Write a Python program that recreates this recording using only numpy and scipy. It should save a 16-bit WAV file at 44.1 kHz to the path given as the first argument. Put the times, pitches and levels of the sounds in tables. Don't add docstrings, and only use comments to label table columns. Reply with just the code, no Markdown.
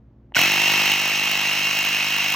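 import sys
import numpy as np
from scipy import signal
from scipy.fft import rfft, irfft, next_fast_len
from scipy.io import wavfile
from scipy.ndimage import uniform_filter1d

SR = 44100
rng = np.random.default_rng(int(sys.argv[2]) if len(sys.argv) > 2 else 0)


def inscribe(sig):
    pcm = np.round(np.clip(np.atleast_2d(sig).T, -1, 1) * 32767)
    wavfile.write(sys.argv[1], SR, pcm.astype(np.int16))


N = 103635

# f/Hz, relative density level/dB per Hz
ROOM_AIR = [(15, -33), (25, -10), (59, -5), (125, -2.5), (167, -13.5), (224, -11), (515, -20.5),
            (6370, -58.5), (9020, -67.5), (15000, -63)]
# f/Hz, level/dB
ROOM_HUM = [(59.2, -55), (118.4, -56), (177.6, -70), (215.3, -61), (269.2, -65), (349.9, -68)]
# t/s, peak level/dB, f/Hz, t60/s of each of two rings
BUTTON_CLICKS = [(.321, -37.5, 890, 0.0051), (0.321, -45, 1900, 0.0038), (.3215, -56, 2900, .003),
                 (0.341, -34, 2970, 0.0045), (0.347, -16, 2880, 0.0062), (0.3653, -7.5, 1500, 0.013)]
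# t/s, speed/turns per s
CRANK_SPEED = [(0.345, 36.0), (0.37, 38.7), (0.4, 41.86), (0.44, 47.05), (0.48, 48.68), (0.53, 50.03),
               (0.65, 50.06), (0.9, 50.28), (1.2, 50.45), (1.6, 50.59), (2.0, 50.74), (2.35, 50.79)]
# t/s, level/dB
PUMP_LEVEL = [(.35, -21), (.37, -16.5), (.43, -17.5), (.5, -20), (.75, -19), (.84, -20), (.91, -19),
              (.96, -22), (1.2, -22.5), (1.6, -22.5), (2.0, -23), (2.35, -23)]
# position/share of turn, level/dB
GEAR_LOAD = [(0, 1), (.14, -4.5), (.38, 0), (.56, -1), (.66, -1), (.8, 3), (.92, -2)]
# f/Hz, relative density level/dB per Hz
SHELL_BODY = [(400, -28), (550, -24), (800, -14), (1100, -16.5), (1500, -14.5), (2000, -8), (2300, -9),
              (2750, -3), (3100, -5.5), (3500, -17), (4000, -10.5), (4500, -18), (4900, -22), (5300, -14),
              (5700, -11.5), (6100, -26), (6350, -9.5), (6600, -29.5), (7000, -19)]
# f/Hz, relative density level/dB per Hz
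SHELL_TREBLE = [(7600, -24), (8500, -24), (9500, -23), (11000, -25), (13000, -26), (14500, -25),
                (15000, -29), (15700, -30)]
# position/share of turn, relative level/dB, f/Hz, t60/s of each of two rings, spread/dB
VALVE_KNOCKS = [(0.92, -14, 1095, 0.0085, 5.5), (.78, -4, 2200, 0.019, 1), (0.1059, -7, 2600, 0.031, 3),
                (.76, -9.5, 1310, 0.0071, 0), (0.61, -12.5, 6000, 0.0074, 1.5)]
# multiple of motor speed, relative level/dB, depth of swing with the crank/0-1
WHINE_TONES = [(3, -27.5, 0), (11, -14.5, 0.1), (12, -5.5, 0.28), (13, -32.5, .4), (20, -23.5, 0.2)]
# crank order, relative level/dB at 1.3 s, change/dB per s
PUFF_ORDERS = [(2, -8, 0), (3, 0, 0), (4, 0, -1), (5, -4, 0), (6, -1, 0), (7, -3, -7), (8, -9, -3),
               (9, -7, 0), (10, -13, -6), (11, -9, -2), (12, -3, -1), (13, -5, -1), (14, -5, 0),
               (15, -5, 0), (16, -1, -6), (17, -1, -6), (18, -5, -4), (19, -2, -4)]
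# f/Hz, side minus mid level/dB
STEREO_WIDTH = [(60, -26.5), (200, -31.5), (350, -13.5), (600, -13), (1100, -11.5), (1500, -32),
                (1950, -69), (2200, -12.5), (2750, -8), (3500, -13.5), (4300, -1.5), (4900, -6),
                (5400, -0.5), (6100, -18.5), (7000, -2), (7800, 1), (8500, 8), (9000, 35.5), (10800, 48.5),
                (11400, 8), (12000, 7), (13000, -6.5), (14300, -1), (14700, -23.5)]

WHEEL_TEETH, PINION_TEETH = 50, 11
MOTOR_RATIO = WHEEL_TEETH / PINION_TEETH
MAX_TURNS, MAX_TEETH = 120, 6000
START_S, RISE_S = 0.345, 0.011
ROOM_DB, ROOM_SINKS = -54.5, 0.32
PUMP_RISE_DB = 30
RATTLE_DB, TEETH_DB = 0, -11.5
GRAINS_PER_S, GRAIN_SPREAD_DB = 20000, 2
TOOTH_WEAR_DB, TOOTH_SPREAD_DB, TOOTH_CUT_HZ = 4, 2, 7000
RUNOUT = 0.15
RATTLE_APART = 0.65
KNOCK_JITTER_S = 0.00008
COLD_DB, COLD_S = 8.5, 0.066
VALVE_AT, VALVE_S = 0.76, 0.0008
VALVE_DB, VALVE_SPREAD_DB, VALVE_HZ = 2, 3.5, 7740
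WAVER_DB = 2
WHINE_GROWS = 6
PUFF_DB, FIRST_PUFF_S, PUFF_RISE_S = -24, 0.356, 0.008
PUFF_AT, PUFF_LAG = 0.62, 1.3
SIDE_TURN = 0.28
CUTOFF_HZ = 15780


def amp(db):
    return 10 ** (np.asarray(db) / 20)


def rms_one(x):
    return x / np.sqrt(np.mean(x ** 2) + 1e-20)


def in_time(rows):
    return np.interp(np.arange(N) / SR, *np.transpose(rows))


def at_hz(points, hz):
    table = np.array(points)
    return np.interp(np.log(np.maximum(hz, 1)), np.log(table[:, 0]), table[:, 1])


def colour(x, points):
    size = next_fast_len(N + 4096)
    cepstrum = irfft(np.log(amp(at_hz(points, np.fft.rfftfreq(4096, 1 / SR)))))
    cepstrum[1:2048] *= 2
    cepstrum[2049:] = 0
    response = irfft(np.exp(rfft(cepstrum)))
    return irfft(rfft(x, size) * rfft(response, size), size)[..., :N]


def drift(rate):
    r = np.exp(-2 * np.pi * rate / SR)
    noise = rng.standard_normal(N + 9000)
    return rms_one(signal.lfilter([1], [1, -2 * r, r * r], noise)[9000:])


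def place(at, sizes):
    out, keep = np.zeros(N + 2), at < N
    i = at[keep].astype(int)
    fraction = at[keep] - i
    np.add.at(out, i, sizes[keep] * (1 - fraction))
    np.add.at(out, i + 1, sizes[keep] * fraction)
    return out[:N]


def turn_times(turn, counts):
    return np.interp(counts, turn, np.arange(N), right=N)


def ring(clicks, hz, t60):
    r, w = amp(-60 / (t60 * SR)), 2 * np.pi * hz / SR
    return signal.lfilter([0, np.sin(w)], [1, -2 * r * np.cos(w), r * r], clicks + 1e-18)


def knock(clicks, hz, t60):
    twice = ring(ring(clicks, hz, t60), hz, t60)
    return twice * 2 * np.e * np.log(1000) / (t60 * SR)


def room(rise_db):
    t = np.arange(N) / SR
    air = amp(ROOM_DB) * rms_one(colour(rng.standard_normal(N), ROOM_AIR))
    hum = 0
    for hz, db in ROOM_HUM:
        hum = hum + amp(db + 1.4 * drift(11)) * np.sqrt(2) * np.sin(2 * np.pi * hz * t)
    return (air + hum) * amp(-ROOM_SINKS * rise_db)


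def clicks():
    out = 0
    for s, db, hz, t60 in BUTTON_CLICKS:
        out = out + knock(place(np.array([s * SR]), amp([db])), hz, t60)
    return out


def gear(turn):
    count = np.arange(MAX_TEETH)
    wheel_wear = rng.standard_normal(WHEEL_TEETH)[count % WHEEL_TEETH]
    pinion_wear = rng.standard_normal(PINION_TEETH)[count % PINION_TEETH]
    tooth_db = TOOTH_WEAR_DB * (wheel_wear + pinion_wear)
    tooth_db = tooth_db + TOOTH_SPREAD_DB * rng.standard_normal(MAX_TEETH)
    teeth = place(turn_times(turn, count / WHEEL_TEETH), amp(tooth_db))
    teeth = signal.sosfilt(signal.butter(2, TOOTH_CUT_HZ, fs=SR, output="sos"), teeth)

    sizes = amp(GRAIN_SPREAD_DB * np.minimum(rng.exponential(1, N), 5)) * rng.choice([-1, 1], N)
    grains = sizes * (rng.random(N) < GRAINS_PER_S / SR)

    shell = [(60, -77), (130, -38.5), (250, -28.5)] + SHELL_BODY + SHELL_TREBLE
    rattle = amp(RATTLE_DB) * rms_one(colour(grains, shell))
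    mesh = amp(TEETH_DB) * rms_one(colour(teeth, shell))
    load = amp(np.interp(turn, *np.transpose(GEAR_LOAD), period=1))
    runout = 1 + RUNOUT * np.cos(2 * np.pi * turn * MOTOR_RATIO)
    return load * runout * (rattle + mesh)


def knocks(turn):
    out = 0
    for share, db, hz, t60, spread_db in VALVE_KNOCKS:
        jitter, spread = rng.standard_normal((2, MAX_TURNS))
        at = turn_times(turn, np.arange(MAX_TURNS) + share) + jitter * KNOCK_JITTER_S * SR
        cold_db = COLD_DB * np.exp(-(at / SR - START_S) / COLD_S)
        out = out + knock(place(at, amp(db + cold_db + spread_db * spread)), hz, t60)
    return out


def valve(turn):
    at = turn_times(turn, np.arange(MAX_TURNS) + VALVE_AT)
    sizes = amp(VALVE_DB + VALVE_SPREAD_DB * rng.standard_normal(MAX_TURNS))
    envelope = signal.lfilter([1], [1, -np.exp(-1 / (VALVE_S * SR))], place(at, sizes))
    highpass = signal.butter(2, VALVE_HZ, "high", fs=SR, output="sos")
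    return signal.sosfilt(highpass, envelope * rng.standard_normal(N))


def whine(turn, speed):
    motor = turn * MOTOR_RATIO
    out = 0
    for k, db, depth in WHINE_TONES:
        swing = 1 + depth * np.cos(2 * np.pi * (turn - 0.15))
        level = amp(db + WAVER_DB * drift(23)) * swing
        out = out + level * np.sqrt(2) * np.sin(2 * np.pi * k * motor)
    return out * (speed / speed.max()) ** WHINE_GROWS


def puffs(turn):
    t = np.arange(N) / SR
    out = 0
    for k, db, slope in PUFF_ORDERS:
        phase = 2 * np.pi * (k * (turn - PUFF_AT) - PUFF_LAG * np.log(k))
        out = out + amp(db + slope * (t - 1.3) + drift(17)) * np.cos(phase)
    fade_in = np.clip((t - FIRST_PUFF_S) / PUFF_RISE_S, 0, 1)
    return amp(PUFF_DB) * np.sqrt(2) * out * fade_in


def stereo(middle, other):
    size = next_fast_len(N + 4096)
    share = 1 / (1 + amp(-2 * at_hz(STEREO_WIDTH, np.fft.rfftfreq(size, 1 / SR))))
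    mid = irfft(rfft(middle, size) * np.sqrt(1 - share), size)[:N]
    side = irfft(rfft(other, size) * np.sqrt(share) * np.exp(2j * np.pi * SIDE_TURN), size)[:N]
    return np.array([mid + side, mid - side])


def scene():
    t = np.arange(N) / SR
    speed = in_time(CRANK_SPEED)
    turn = np.cumsum(speed * (t > START_S) + 1e-6) / SR
    on = np.clip((t - START_S) / RISE_S, 0, 1)
    gain = on * amp(in_time(PUMP_LEVEL))
    rise_db = PUMP_RISE_DB * uniform_filter1d(on, 900)

    steady = gain * (knocks(turn) + valve(turn) + whine(turn, speed) + puffs(turn)) + clicks()
    middle_gear, other_gear = gain * gear(turn), gain * gear(turn)
    side_gear = np.sqrt(1 - RATTLE_APART) * middle_gear + np.sqrt(RATTLE_APART) * other_gear
    return stereo(steady + middle_gear + room(rise_db), steady + side_gear + room(rise_db))


def record(dry):
    return signal.sosfilt(signal.ellip(12, 0.3, 75, CUTOFF_HZ, fs=SR, output="sos"), dry)


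dry = scene()
out = record(dry)
inscribe(out)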